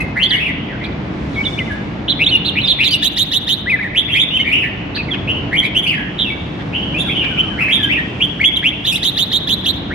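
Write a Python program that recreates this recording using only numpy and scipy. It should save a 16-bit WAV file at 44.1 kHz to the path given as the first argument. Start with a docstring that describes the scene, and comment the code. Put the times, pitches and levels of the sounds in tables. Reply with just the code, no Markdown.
"""Caged bulbuls sing under an open porch. From the start, each syrinx glides through quick whistles
and buzzy trills, prolonged by ceiling and walls, over distant traffic, humming fans and a faint hiss.
Near 0.8 s a bird first scuffs the bars; the hiss swells at 1.5 s; sharp rising chips follow at 2.8 s.
After more song and scuffs, a far bird calls faintly from 7 s, the hiss swells again at 7.8 s,
and a second run of chips, from 8.8 s, leads to the end."""
import sys
import numpy as np
from scipy import signal
from scipy.fft import rfft, irfft, next_fast_len
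from scipy.io import wavfile
from scipy.ndimage import uniform_filter1d, minimum_filter1d, map_coordinates

SR = 44100
rng = np.random.default_rng(int(sys.argv[2]) if len(sys.argv) > 2 else 0)


def transcribe(u):
    """Save the signal u as a 16-bit wav file named by the first command-line argument.

    u: samples, shape (n,) or (channels, n), limited to [-1, 1]; the rate is SR.
    q: integer samples, one column per channel.
    """
    v = np.clip(np.atleast_2d(u).T, -1, 1)
    q = np.round(v * 32767).astype(np.int16)
    wavfile.write(sys.argv[1], SR, q)


N = 438354

# Notes: (time [s], length [s], start [Hz], end [Hz], arch [Hz], relative level [dB],
# scattered share [ratio, capped at 1], relative overtones [dB]); a negative arch is a dip.
WHISTLES = [ (0, 0.022, 2580, 2550, 7, -19.5, 0.2, -33.5), (1.359, 0.06, 2262, 2296, -63, -17, .15, -38.5),
            (2.311, .053, 3116, 2802, -76, -7.5, 0.13, -33.5),
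            (2.906, 0.05, 3150, 2690, 54, -11.5, 0.3, -18.5),
            (4.304, .115, 2710, 2934, 280, -13.5, 0.4, -34.5),
            (6.241, .058, 2926, 2670, -130, -19.5, 0.4, -38),
            (6.944, 0.04, 2396, 2714, 26.5, -15.5, 0.4, -40),
            (7.791, .1, 1792, 1617, -51.5, -23.5, 0.38, -26),
            (8.908, .044, 3110, 2943, -470, -17, .5, -6.5)]  # drawn-out pure tones
PIPS = [ (0, 0.009, 2110, 2050, 13.5, -15.5, .9, -18.5), (0.228, .016, 3430, 3560, 851, -21, 0.4, -39),
        (0.255, 0.018, 3160, 3490, 96, -11.5, 0.2, -33.5),
        (.294, 0.021, 4860, 3580, 200, -24.5, 0.1, -22.5), (0.845, .012, 4220, 3160, -150, -25.5, .15, -29),
        (1.434, .02, 3300, 3070, -250, -25.5, 0.4, -38), (1.45, .028, 3764, 3384, -30, -15.5, 0.34, -43),
        (1.695, .045, 1800, 1697, -100, -23, 0.63, -34), (2.239, 0.014, 3030, 3360, 702.5, -15, 0.2, -31.5),
        (2.261, .02, 3036, 3740, 223.5, -6.5, 0.2, -34), (2.289, .021, 4250, 3270, 349.5, -17.5, .1, -30),
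        (2.61, 0.013, 3500, 3400, 697, -18, 0.4, -31.5), (2.635, 0.029, 3420, 3530, 222, -13, 0.1, -35),
        (2.659, 0.022, 5140, 4460, 27, -29.5, 0.4, -43), (2.883, .018, 4810, 4000, -120, -21, 0.4, -28),
        (2.905, .024, 4450, 4900, -79.5, -17, .32, -24), (4.366, 0.014, 2910, 2490, 29.5, -14.5, .2, -26.5),
        (4.393, .028, 2106, 2260, -38, -18, 0.1, -30), (5.081, .022, 2380, 1950, -76.5, -24.5, .32, -36),
        (5.108, 0.036, 3550, 2890, 53, -18, 0.3, -49), (6.297, .027, 2323, 2253, -15.5, -20, 0.4, -39),
        (7.2, 0.023, 2816, 2760, 56.5, -13, .6, -44), (7.829, 0.024, 3400, 3257, -250, -9, 0.5, -31.5),
        (7.974, 0.035, 1912, 1860, -21, -14.5, 0.45, -38), (8.448, 0.032, 3183, 3414, 62.5, -4, 0.3, -29),
        (8.559, 0.0099, 3140, 3400, 600.5, -16.5, .16, -28.5),
        (8.565, 0.015, 3545, 3060, -100, -10, 0.3, -28), (8.956, .01, 3230, 4060, -50.5, -11.5, 0.2, -16.5),
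        (8.961, 0.023, 3050, 2000, 26, -26.5, 0.3, -6.5)]  # short pure flicks
TRILLS = [ (.305, 0.058, 1783, 2107, 144.5, -16.5, 1.03, -23),
          (.308, 0.048, 3590, 2923, -200, -12, .25, -41), (0.394, .06, 2393, 2797, 101, -17, .9, -31.5),
          (0.458, .05, 2465, 1842, 101.5, -18, 0.6, -31), (0.685, 0.074, 2207, 1520, -130, -30, .6, -42),
          (4.579, 0.065, 2838, 2176, 200.5, -16.5, 0.7, -33),
          (4.629, 0.049, 1910, 1876, -15.5, -21, 0.5, -31),
          (4.974, 0.04, 2580, 2467, 30.5, -19.5, 0.4, -48),
          (5.342, 0.051, 2737, 2837, 159.5, -22, .5, -40.5),
          (5.637, 0.03, 3780, 3380, 198.5, -28.5, .5, -26.5),
          (5.825, .028, 3086, 3016, 207, -18.5, 0.5, -27.5), (5.898, 0.048, 2800, 1860, -48, -17, 0.9, -28),
          (5.968, 0.049, 1820, 1773, -22, -21, 0.88, -33.5), (6.8, .15, 3030, 2900, 70, -25.5, .85, -40),
          (6.979, .046, 3260, 3390, 123.5, -17.5, 1.2, -21.5),
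          (7.052, .085, 3483, 3275, -17.5, -21.5, 1, -27.5), (7.15, 0.046, 3040, 2996, 31, -15, 0.8, -40),
          (7.217, 0.055, 2504, 2357, 30, -19.5, 0.7, -38), (7.251, .08, 2965, 2985, 19.5, -21.5, 1, -37.5),
          (7.42, 0.037, 3010, 2960, 15, -33, 0.6, -34)]  # trills that crest early and fade
# Notes with the same columns and a last one, (trill rate [Hz]).
UPSLURS = [ (0.155, .045, 1550, 2104, 128.5, -15, 0.5, -32.5, 134),
           (0.195, 0.052, 2350, 3230, 150, -9, 0.48, -32.5, 133.4),
           (0.795, 0.076, 1820, 2480, 33.5, -27.5, 0.3, -41, 99.5),
           (2.192, .05, 2130, 2906, -60, -10.5, 0.07, -34, 138.6),
           (2.553, .055, 1980, 3120, -32, -13, 0.36, -37.5, 139),
           (2.786, .055, 2100, 3007, -30, -9.5, 0.36, -32, 140),
           (3.946, .06, 1850, 3500, 497, -9.5, 0.24, -29, 179.4),
           (4.081, .07, 2035, 3365, 298.5, -12.5, .9, -32, 120),
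           (4.138, .052, 1900, 2670, -41, -12.5, .3, -26, 117.3),
           (4.183, 0.041, 2800, 3494, 198, -7.5, 0.4, -28, 113),
           (4.439, 0.059, 1880, 2148, 201.5, -14, 0.7, -32, 101.7),
           (4.495, 0.068, 1950, 2942, 299.5, -9.5, 1, -31.5, 113.2),
           (5.274, 0.0475, 2300, 2855, 248, -13, .3, -37.5, 171),
           (5.514, .056, 1700, 2413, -32.5, -14, 0.4, -29.5, 102.7),
           (5.565, 0.04, 2950, 3180, 83.5, -9, .4, -28.5, 100.8),
           (5.62, .05, 1956, 2506, -17, -15.5, .4, -25, 107.3),
           (5.748, .052, 2700, 3257, 61, -9.5, 0.24, -26.5, 103.2),
           (5.85, 0.05, 2150, 2756, 302.5, -11.5, 0.8, -30, 107.3),
           (6.726, .05, 2200, 2905, 355, -15.5, 0.8, -46, 148),
           (7.083, 0.035, 2000, 2720, -20, -17, 0.7, -39, 108.4),
           (7.358, 0.043, 2330, 3040, 178.5, -9.5, 1, -38.5, 147.7),
           (7.574, 0.065, 1400, 2556, 452, -12.5, 0.7, -32.5, 113.8),
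           (7.674, .04, 1650, 2760, 48.5, -13, .6, -28.5, 126.8),
           (7.707, .05, 2840, 3440, 200, -8, 0.6, -29, 130.2),
           (7.888, 0.055, 1810, 2770, 143, -10.5, 1.04, -34.5, 108.5),
           (8.203, 0.054, 2320, 3130, 396.5, -9, 0.31, -34, 130.3),
           (8.627, .066, 1613, 3290, 200.5, -10, 0.18, -29.5, 123),
           (9.898, 0.041, 1456, 2320, -150, -22.5, 0.1, -42, 118.6)]  # rising trills that swell
BUZZES = [ (0.837, 0.03, 3460, 4670, -400, -36, 0.5, -29.5, 110),
          (1.326, 0.057, 4140, 3180, -52.5, -38.5, 0.7, -26, 120),
          (2.081, .051, 3003, 3100, 648, -12.5, 0.25, -42.5, 183.7),
          (2.447, .051, 3430, 3264, 560, -15, 0.3, -30, 188),
          (2.674, .056, 3363, 3180, 403, -9.5, 0.3, -31, 192.5),
          (2.935, 0.014, 4030, 3740, -250, -14, .1, -25, 184),
          (4.946, 0.026, 3490, 4360, 248.5, -22, 0.6, -35, 162.4),
          (5.134, 0.024, 2800, 2300, 99.5, -23, .3, -51, 118.5),
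          (5.867, 0.036, 4300, 4570, 249, -35, 0.7, -39, 150),
          (6.184, .064, 3474, 3164, 80.5, -15, 0.25, -38, 105.9)]  # trills with a wide pitch swing
# Low winding warbles, one path each: (time [s], pitch [Hz], relative level [dB])
WARBLES = [
    [(1.578, 2440, -28), (1.587, 2305, -18), (1.591, 3130, -16), (1.598, 2150, -19), (1.624, 1960, -23.5)],
    [(3.66, 1550, -22.5), (3.675, 1950, -20), (3.692, 2070, -16), (3.7, 2590, -12.5), (3.712, 2480, -9),
     (3.735, 2036, -13.5), (3.752, 2030, -16.5), (3.766, 1620, -24)],
    [(3.79, 1650, -22), (3.812, 1877, -29), (3.83, 2303, -19.5), (3.848, 1790, -20), (3.862, 1976, -23),
     (3.878, 1620, -23)],
    [(8.396, 1430, -29), (8.405, 2150, -18), (8.416, 2210, -7), (8.425, 2300, -20), (8.433, 2090, -14.5),
     (8.441, 2150, -9), (8.445, 3310, -10), (8.449, 2640, -10.5)],
]
# Beak resonances acting on the overtones: (frequency [Hz], gain [dB])
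BEAK_RESONANCES = [(3500, 7.5), (5000, -7.5), (6600, -6.5), (8000, -6), (9000, -0.5), (10200, 4),
                   (11200, -2.5), (12700, 1.5), (14000, -17.5), (15800, -18)]
# Stereo balance of the phrases: (frequency [Hz], left minus right [dB])
SONG_BALANCE = [(1600, -2), (2300, 0.5), (2900, 0), (3400, -4.5), (4200, -5.5), (6500, -3.5), (9000, 2),
                (13000, 0.5)]

# Reverberation of the porch: (frequency [Hz], time to decay by 60 dB [s])
PORCH_T60 = [(1500, 1.6), (3300, 1.44), (6000, 0.09), (12000, 0.73)]
# Echo from the far wall: (delay [s], relative level [dB])
WALL_ECHOES = [(.072, -10)]
# Share of the sound that the surfaces return: (frequency [Hz], gain [dB])
SURFACE_REFLECTION = [(1500, -3.5), (3500, -1.5), (6000, -5.5), (12000, -9.5)]

# Slow surges of the traffic: (time [s], relative level [dB])
TRAFFIC_LEVEL = [(0.0, -24), (0.3, -28), (0.77, -26), (1.33, -24.5), (2.46, -26.5), (3.32, -32),
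                 (3.79, -29), (4.29, -29.5), (5.42, -24), (5.84, -28), (6.53, -26.5), (6.97, -24.5),
                 (8.19, -27), (8.55, -30), (9.03, -30), (9.94, -26.5)]
# Spectra of traffic rumble, traffic wash and hiss: (frequency [Hz], relative density [dB])
RUMBLE_SPECTRUM = [(13, -53), (22, -30), (54, -3), (150, 1), (206, 0.5), (245, -3.5), (290, -1),
                   (399, -10.5), (520, -19.5), (680, -23.5), (1140, -120)]
WASH_SPECTRUM = [(200, -12), (450, 1.5), (700, 1.5), (1300, -5), (2200, -6.5), (3500, -15), (5000, -25.5),
                 (7000, -37.5), (10000, -67.5), (15000, -69)]
HISS_SPECTRUM = [(1500, -7.5), (3500, 5), (5500, 6), (9000, -8), (15000, -26.5)]
# Likeness of the noise in the two channels: (frequency [Hz], correlation [ratio])
COHERENCE = [(40, 1), (180, 0.96), (350, 0.81), (700, 0.18), (1400, 0), (8000, 0.22)]
# Tones of the building fans: (frequency [Hz], level [dB])
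FAN_TONES = [(156, -48.5), (294, -40.5)]
# Swells of the hiss: (crest time [s], level [dB], fall to either side [dB/s])
HISS_SWELLS = [(1.501, -43.5, 43), (7.8, -52.5, 5)]

# Hops that brush the cage: (time [s], length [s], level [dB])
HOPS = [(0.817, 0.056, -36), (4.953, 0.035, -29), (5.122, 0.046, -31.5), (6.588, 0.043, -33.5),
        (7.221, 0.043, -27.5)]
# Resonances of the cane bars: (frequency [Hz], relative density [dB])
BAR_SPECTRUM = [(500, -22.5), (1000, -7), (1700, 15), (2400, -2.5), (3300, 9), (4500, -7.5), (7000, -26.5),
                (12000, -43), (15000, -39)]

# Chips: (trill onset [s], trill length [s], start [Hz], end [Hz], relative upsweep level [dB],
# relative overtones [dB])
CHIPS = [(2.845, .043, 3760, 3390, -8.5, -22), (3.042, .044, 3176, 3900, -6.5, -15.5),
         (3.181, .057, 3250, 3890, -8, -17.5), (3.332, 0.051, 3105, 3790, -8.5, -19),
         (3.489, .058, 3080, 3875, -9, -21.5), (8.864, 0.052, 3200, 3507, -10.5, -19.5),
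         (9.042, .057, 3210, 3820, -7.5, -17), (9.186, .055, 3100, 3870, -7.5, -17.5),
         (9.328, .059, 3325, 3875, -10, -22.5), (9.491, .056, 3050, 3846, -10, -20.5),
         (9.658, 0.055, 3050, 3903, -14, -23.5)]
# Sweep that opens a chip: (time from trill onset [s], pitch [Hz], relative level [dB])
UPSWEEP = [(-.024, 1617, -21), (-.012, 1764, -4), (-.005, 2006, -6.5), (-.001, 2250, -15),
           (.002, 2850, -22)]
# Trill of a chip: (time [share of length], pitch [share of rise], relative level [dB])
CHIP_CONTOUR = [(0, 0.0078, -4), (.5, 0.399, -3), (.82, .93, 0), (.95, 1.1, -12), (1.05, 1.15, -20.5)]
# Colour of the wide-open beak: (frequency [Hz], gain [dB])
GAPE_RESONANCES = [(4000, 0), (6800, 3), (8300, -9), (10500, -3.5), (13000, 3), (15800, -0.5)]
# Stereo balance of the chipping bird, on the right: (frequency [Hz], left minus right [dB])
CHIP_BALANCE = [(1800, -3.5), (3200, -2.5), (4100, -9), (5500, -11.5), (8500, 5), (13000, -1)]

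# Glides of a distant bird: (time [s], length [s], start [Hz], end [Hz], level [dB])
FAR_CALLS = [(7.04, 0.041, 1684, 1340, -33), (7.217, 0.041, 1444, 1980, -34.5),
             (7.298, 0.061, 1620, 1320, -33), (7.408, 0.077, 1383, 1166, -35.5),
             (7.501, 0.062, 1690, 1410, -33), (7.597, 0.04, 1414, 1100, -32)]


def amp(db):
    """Amplitude ratio of a level in decibels."""
    return 10 ** (np.asarray(db) / 20)


def unit(x):
    """Normalisation to an rms of 1."""
    return x / np.sqrt(np.mean(x ** 2) + 1e-20)


def along(points, hz):
    """Interpolation on a logarithmic frequency axis."""
    knots_hz, values = np.transpose(points)
    return np.interp(np.log(hz + 1), np.log(knots_hz + 1), values)


def curves(rows, t):
    """Linear interpolation of each column against the first, time."""
    times, *columns = np.transpose(rows)
    return [np.interp(t, times, column) for column in columns]


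def wobble(rate, size):
    """Smooth random modulation with `rate` knots a second."""
    return map_coordinates(rng.standard_normal(int(size * rate / SR) + 4), [np.arange(size) * rate / SR])


def filtered(x, response):
    """Linear filtering: the spectrum times a frequency response."""
    size = next_fast_len(N + SR // 4)
    return irfft(rfft(x, size) * response(np.fft.rfftfreq(size, 1 / SR)), size)[..., :N]


def add(track, s, sound):
    """Superposition of a sound on a track at s seconds."""
    start = max(0, round(s * SR))
    part = sound[:, :max(0, N - start)]
    track[:, start:start + part.shape[1]] += part


def diffuse_noise(spectrum):
    """A diffuse field of rms 1: long wavelengths reach both sides alike."""
    def response(hz):
        angle = np.arccos(np.clip(along(COHERENCE, hz), -1, 1)) / 2
        return amp(along(spectrum, hz)) * [np.cos(angle), np.sin(angle)]
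    mid, side = filtered(rng.standard_normal((2, N)), response)
    return unit(np.array([mid + side, mid - side]))


def syrinx(path, overtones_db, trill_hz=0, depth_hz=0, octave_db=-42, base_db=0, taper=0.56,
           rolloff_db=2.2, edge_s=0.00385, jitter=0.018, throb_db=2.5, flutter_db=2.5):
    """Source and filter: a trill modulates a tone's pitch and level; the beak shapes its overtones."""
    start, end = path[0][0], path[-1][0]
    t = np.arange(start - edge_s / 2, max(end, start + edge_s) + edge_s / 2, 1 / SR)
    size = len(t)
    hz, db = uniform_filter1d(np.array(curves(path, t)), size=130, axis=1)
    cycle = 2 * np.pi * np.cumsum(trill_hz * (1 + 0.065 * wobble(70, size))) / SR
    swing_hz = depth_hz * (1 - taper * np.linspace(0, 1, size) ** 2)
    hz = hz * (1 + jitter * wobble(697.8, size)) + swing_hz * np.sin(cycle)
    pulse_db = throb_db * np.minimum(swing_hz / 250, 1) * np.sin(cycle + 1)  # loudest on the way up
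    pulse = unit(amp(pulse_db + flutter_db * wobble(129.8, size)))
    fade = np.sin(np.pi / 2 * np.clip(np.minimum(t - t[0], t[-1] - t) / edge_s, 0, 1)) ** 2
    phase = 2 * np.pi * np.cumsum(hz) / SR
    tone = amp(base_db) * np.sin(phase) + amp(octave_db) * np.sin(2 * phase)
    for k in range(2, 8):
        level = overtones_db + along(BEAK_RESONANCES, k * hz) - rolloff_db * (k - 2)
        level += 3 * wobble(300, size)
        rasp = wobble(1100, size)  # phase noise makes the overtone hoarse
        tone += amp(level) * (k * hz < SR / 2) * np.sin(k * phase + rasp)
    return np.sqrt(2) * tone * amp(db) * pulse * fade


def scatter(tone, share, t60, left_db=0, build_s=0.00064, clump_db=5):
    """Scattering: direct sound plus dense ceiling reflections, new for each turn of the head."""
    t = np.arange(SR // 6) / SR
    bright = rng.standard_normal((2, len(t))) * amp(clump_db * wobble(300, len(t)))
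    dull = signal.sosfilt(signal.butter(2, 5000, fs=SR, output="sos"), bright)
    spray = dull + (bright - dull) * np.exp(-t / 0.037)  # late bounces have lost their treble
    spray *= amp(-60 * t / t60) * (1 - np.exp(-t / build_s))
    reflected = signal.fftconvolve(tone[None], spray, axes=1)
    reflected *= np.linalg.norm(tone) / np.linalg.norm(reflected, axis=1, keepdims=True)
    direct = np.pad(tone, (0, len(t) - 1))
    direct = np.array([np.roll(direct, 2), direct])  # arrives on the right first
    both = np.sqrt(1 - share) * direct + np.sqrt(share) * reflected
    both *= np.linalg.norm(tone) / np.linalg.norm(both, axis=1, keepdims=True)
    return both * amp([[left_db / 2], [-left_db / 2]])


def note(row, crest, onset_db, close_db, trill_hz=0, depth_hz=0, lead_in=0.1, lead_in_db=0):
    """Directivity: an arched glide sung away from the listener arrives more scattered and rougher."""
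    s, length, start_hz, end_hz, arch_hz, db, share, overtones_db = row
    away = np.clip(share, 0, 1)
    u = np.linspace(0, 1, 33)  # share of the length, as are crest and lead_in
    hz = start_hz + (end_hz - start_hz) * u + arch_hz * (1 - (2 * u - 1) ** 2)
    rise_db = onset_db * (1 - u / crest) ** 2
    fall_db = close_db * ((u - crest) / (1 - crest)) ** 2
    swell_db = np.where(u < crest, rise_db, fall_db) + lead_in_db * np.clip((lead_in - u) * 20, 0, 1)
    path = np.column_stack([s + length * u, hz, db + swell_db])
    tone = syrinx(path, overtones_db, trill_hz, depth_hz, jitter=0.012 + 0.018 * away, throb_db=4)
    return scatter(tone, away, t60=0.043 + 0.28 * away)


def phrases(lead_s=0.002):
    """Frequency and amplitude modulation: each kind of note has its own trill depth and swell."""
    song = np.zeros((2, N))
    for *row, trill_hz in UPSLURS:
        upslur = note(row, crest=0.8, onset_db=-7, close_db=-3.5, trill_hz=trill_hz, depth_hz=202,
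                      lead_in=0.26, lead_in_db=-5)
        add(song, row[0] - lead_s, upslur)
    for row in TRILLS:
        trill = note(row, crest=0.4, onset_db=-0.5, close_db=-3.5, trill_hz=110.4, depth_hz=160)
        add(song, row[0] - lead_s, trill)
    for *row, trill_hz in BUZZES:
        buzz = note(row, crest=0.4, onset_db=-4, close_db=-2.5, trill_hz=trill_hz, depth_hz=408)
        add(song, row[0] - lead_s, buzz)
    for row in WHISTLES:
        add(song, row[0] - lead_s, note(row, crest=0.91, onset_db=-8.5, close_db=-2))
    for row in PIPS:
        add(song, row[0] - lead_s, note(row, crest=0.41, onset_db=-8.5, close_db=-7))
    for path in WARBLES:
        warble = syrinx(path, overtones_db=-35.5, jitter=0.016)
        add(song, path[0][0] - lead_s, scatter(warble, share=0.17, t60=0.064, left_db=1.5))
    return filtered(song, lambda hz: amp(np.outer([.5, -.5], along(SONG_BALANCE, hz))))


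def porch(song, tail_db=-11.5):
    """Reverberation: a wall echo and a diffuse tail whose treble dies first."""
    hz, t, noise = signal.stft(rng.standard_normal((2, SR)), SR, nperseg=256)
    envelope = amp(-60 * t / along(PORCH_T60, hz)[:, None]) * (1 - np.exp(-t / 0.034))
    _, tail = signal.istft(noise * envelope, SR, nperseg=256)
    tail *= amp(tail_db) / np.linalg.norm(tail[0])
    t = np.arange(SR // 100) / SR
    for delay, db in WALL_ECHOES:
        slap = rng.standard_normal((2, len(t))) * np.exp(-t / 0.0031)
        add(tail, delay, amp(db) * slap / np.linalg.norm(slap[0]))
    returned = filtered(song.mean(0), lambda hz: amp(along(SURFACE_REFLECTION, hz)))
    return signal.fftconvolve(returned[None], tail, axes=1)[:, :N]


def traffic():
    """Common modulation: one traffic level drives a low rumble and a higher wash of noise."""
    level_db, = curves(TRAFFIC_LEVEL, np.arange(N) / SR)
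    surge_db = level_db - level_db.mean()
    rumble = amp(surge_db + 2) * diffuse_noise(RUMBLE_SPECTRUM)
    wash = amp(0.91 * surge_db - 5) * diffuse_noise(WASH_SPECTRUM)
    return amp(level_db.mean()) * (rumble + wash)


def fans(waver_db=2.5, drift_hz=2.477):
    """Tonal radiation: building fans hum, unsteady in level and frequency."""
    hum = np.zeros(N)
    for hz, db in FAN_TONES:
        rms = amp(db + waver_db * wobble(5.4, N))
        phase = 2 * np.pi * np.cumsum(hz + drift_hz * wobble(8, N)) / SR
        hum += rms * np.sqrt(2) * np.sin(phase)
    return hum


def hiss(floor_db=-74.5):
    """Exponential growth and decay: soft treble noise swells above a steady floor."""
    t = np.arange(N) / SR
    swells = sum(amp(db - fall * np.abs(t - s)) for s, db, fall in HISS_SWELLS)
    return (amp(floor_db) + swells) * diffuse_noise(HISS_SPECTRUM)


def hops(grain_db=6):
    """Friction: feathers and claws excite the cane bars in short, grainy bursts."""
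    scuffs = np.zeros((2, N))
    for s, length, db in HOPS:
        size = int(length * SR)
        burst = unit(np.hanning(size) * amp(grain_db * wobble(250, size)))
        add(scuffs, s, amp(db) * burst[None])
    return scuffs * diffuse_noise(BAR_SPECTRUM)


def chips(trill_db=-11, lead_s=0.002):
    """Frequency modulation: an upsweep, strongest at its octave, then a trill narrowing to a whistle."""
    song = np.zeros((2, N))
    for s, length, start_hz, end_hz, sweep_db, overtones_db in CHIPS:
        path = np.array(UPSWEEP) + [s, 0, sweep_db]
        sweep = syrinx(path, overtones_db - 1.5, octave_db=-3, base_db=-15, rolloff_db=2.5, jitter=0.009)
        add(song, path[0][0] - lead_s, scatter(sweep, share=0.35, t60=0.097, left_db=4, clump_db=3))
        path = [(s + when * length, start_hz + rise * (end_hz - start_hz), trill_db + db)
                for when, rise, db in CHIP_CONTOUR]
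        trill_hz = 195 * (1 + 0.045 * rng.standard_normal())
        trill = syrinx(path, overtones_db + 3.5, trill_hz, depth_hz=365, taper=0.86, rolloff_db=0.5,
                       throb_db=4.5, flutter_db=1)
        add(song, s - lead_s, scatter(trill, share=0.37, t60=0.05, build_s=0.0011, clump_db=4))
    return filtered(song, lambda hz: amp(along(GAPE_RESONANCES, hz)
                                         + np.outer([.5, -.5], along(CHIP_BALANCE, hz))))


def far_calls():
    """Propagation over distance: another bird's low glides arrive faint and mostly scattered."""
    song = np.zeros((2, N))
    for s, length, start_hz, end_hz, db in FAR_CALLS:
        glide = syrinx([(s, start_hz, db), (s + length, end_hz, db)], overtones_db=-38, edge_s=0.012)
        add(song, s, scatter(glide, share=0.58, t60=0.18))
    return song


def scene():
    """Superposition of the birds, their reverberation and the town around them."""
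    birds = phrases() + chips() + far_calls() + hops()
    return birds + porch(birds) + traffic() + fans() + hiss()


def record(dry, ceiling=0.95, top_hz=15800):
    """Peak and band limiting: a smoothed gain holds the loudest peaks, and the top treble is cut."""
    needed = np.minimum(1, ceiling / (np.abs(dry).max(0) + 1e-9))
    gain = uniform_filter1d(minimum_filter1d(needed, size=441), size=441)  # 10 ms windows
    return filtered(dry * gain, lambda hz: hz < top_hz)


dry = scene()
out = record(dry)
transcribe(out)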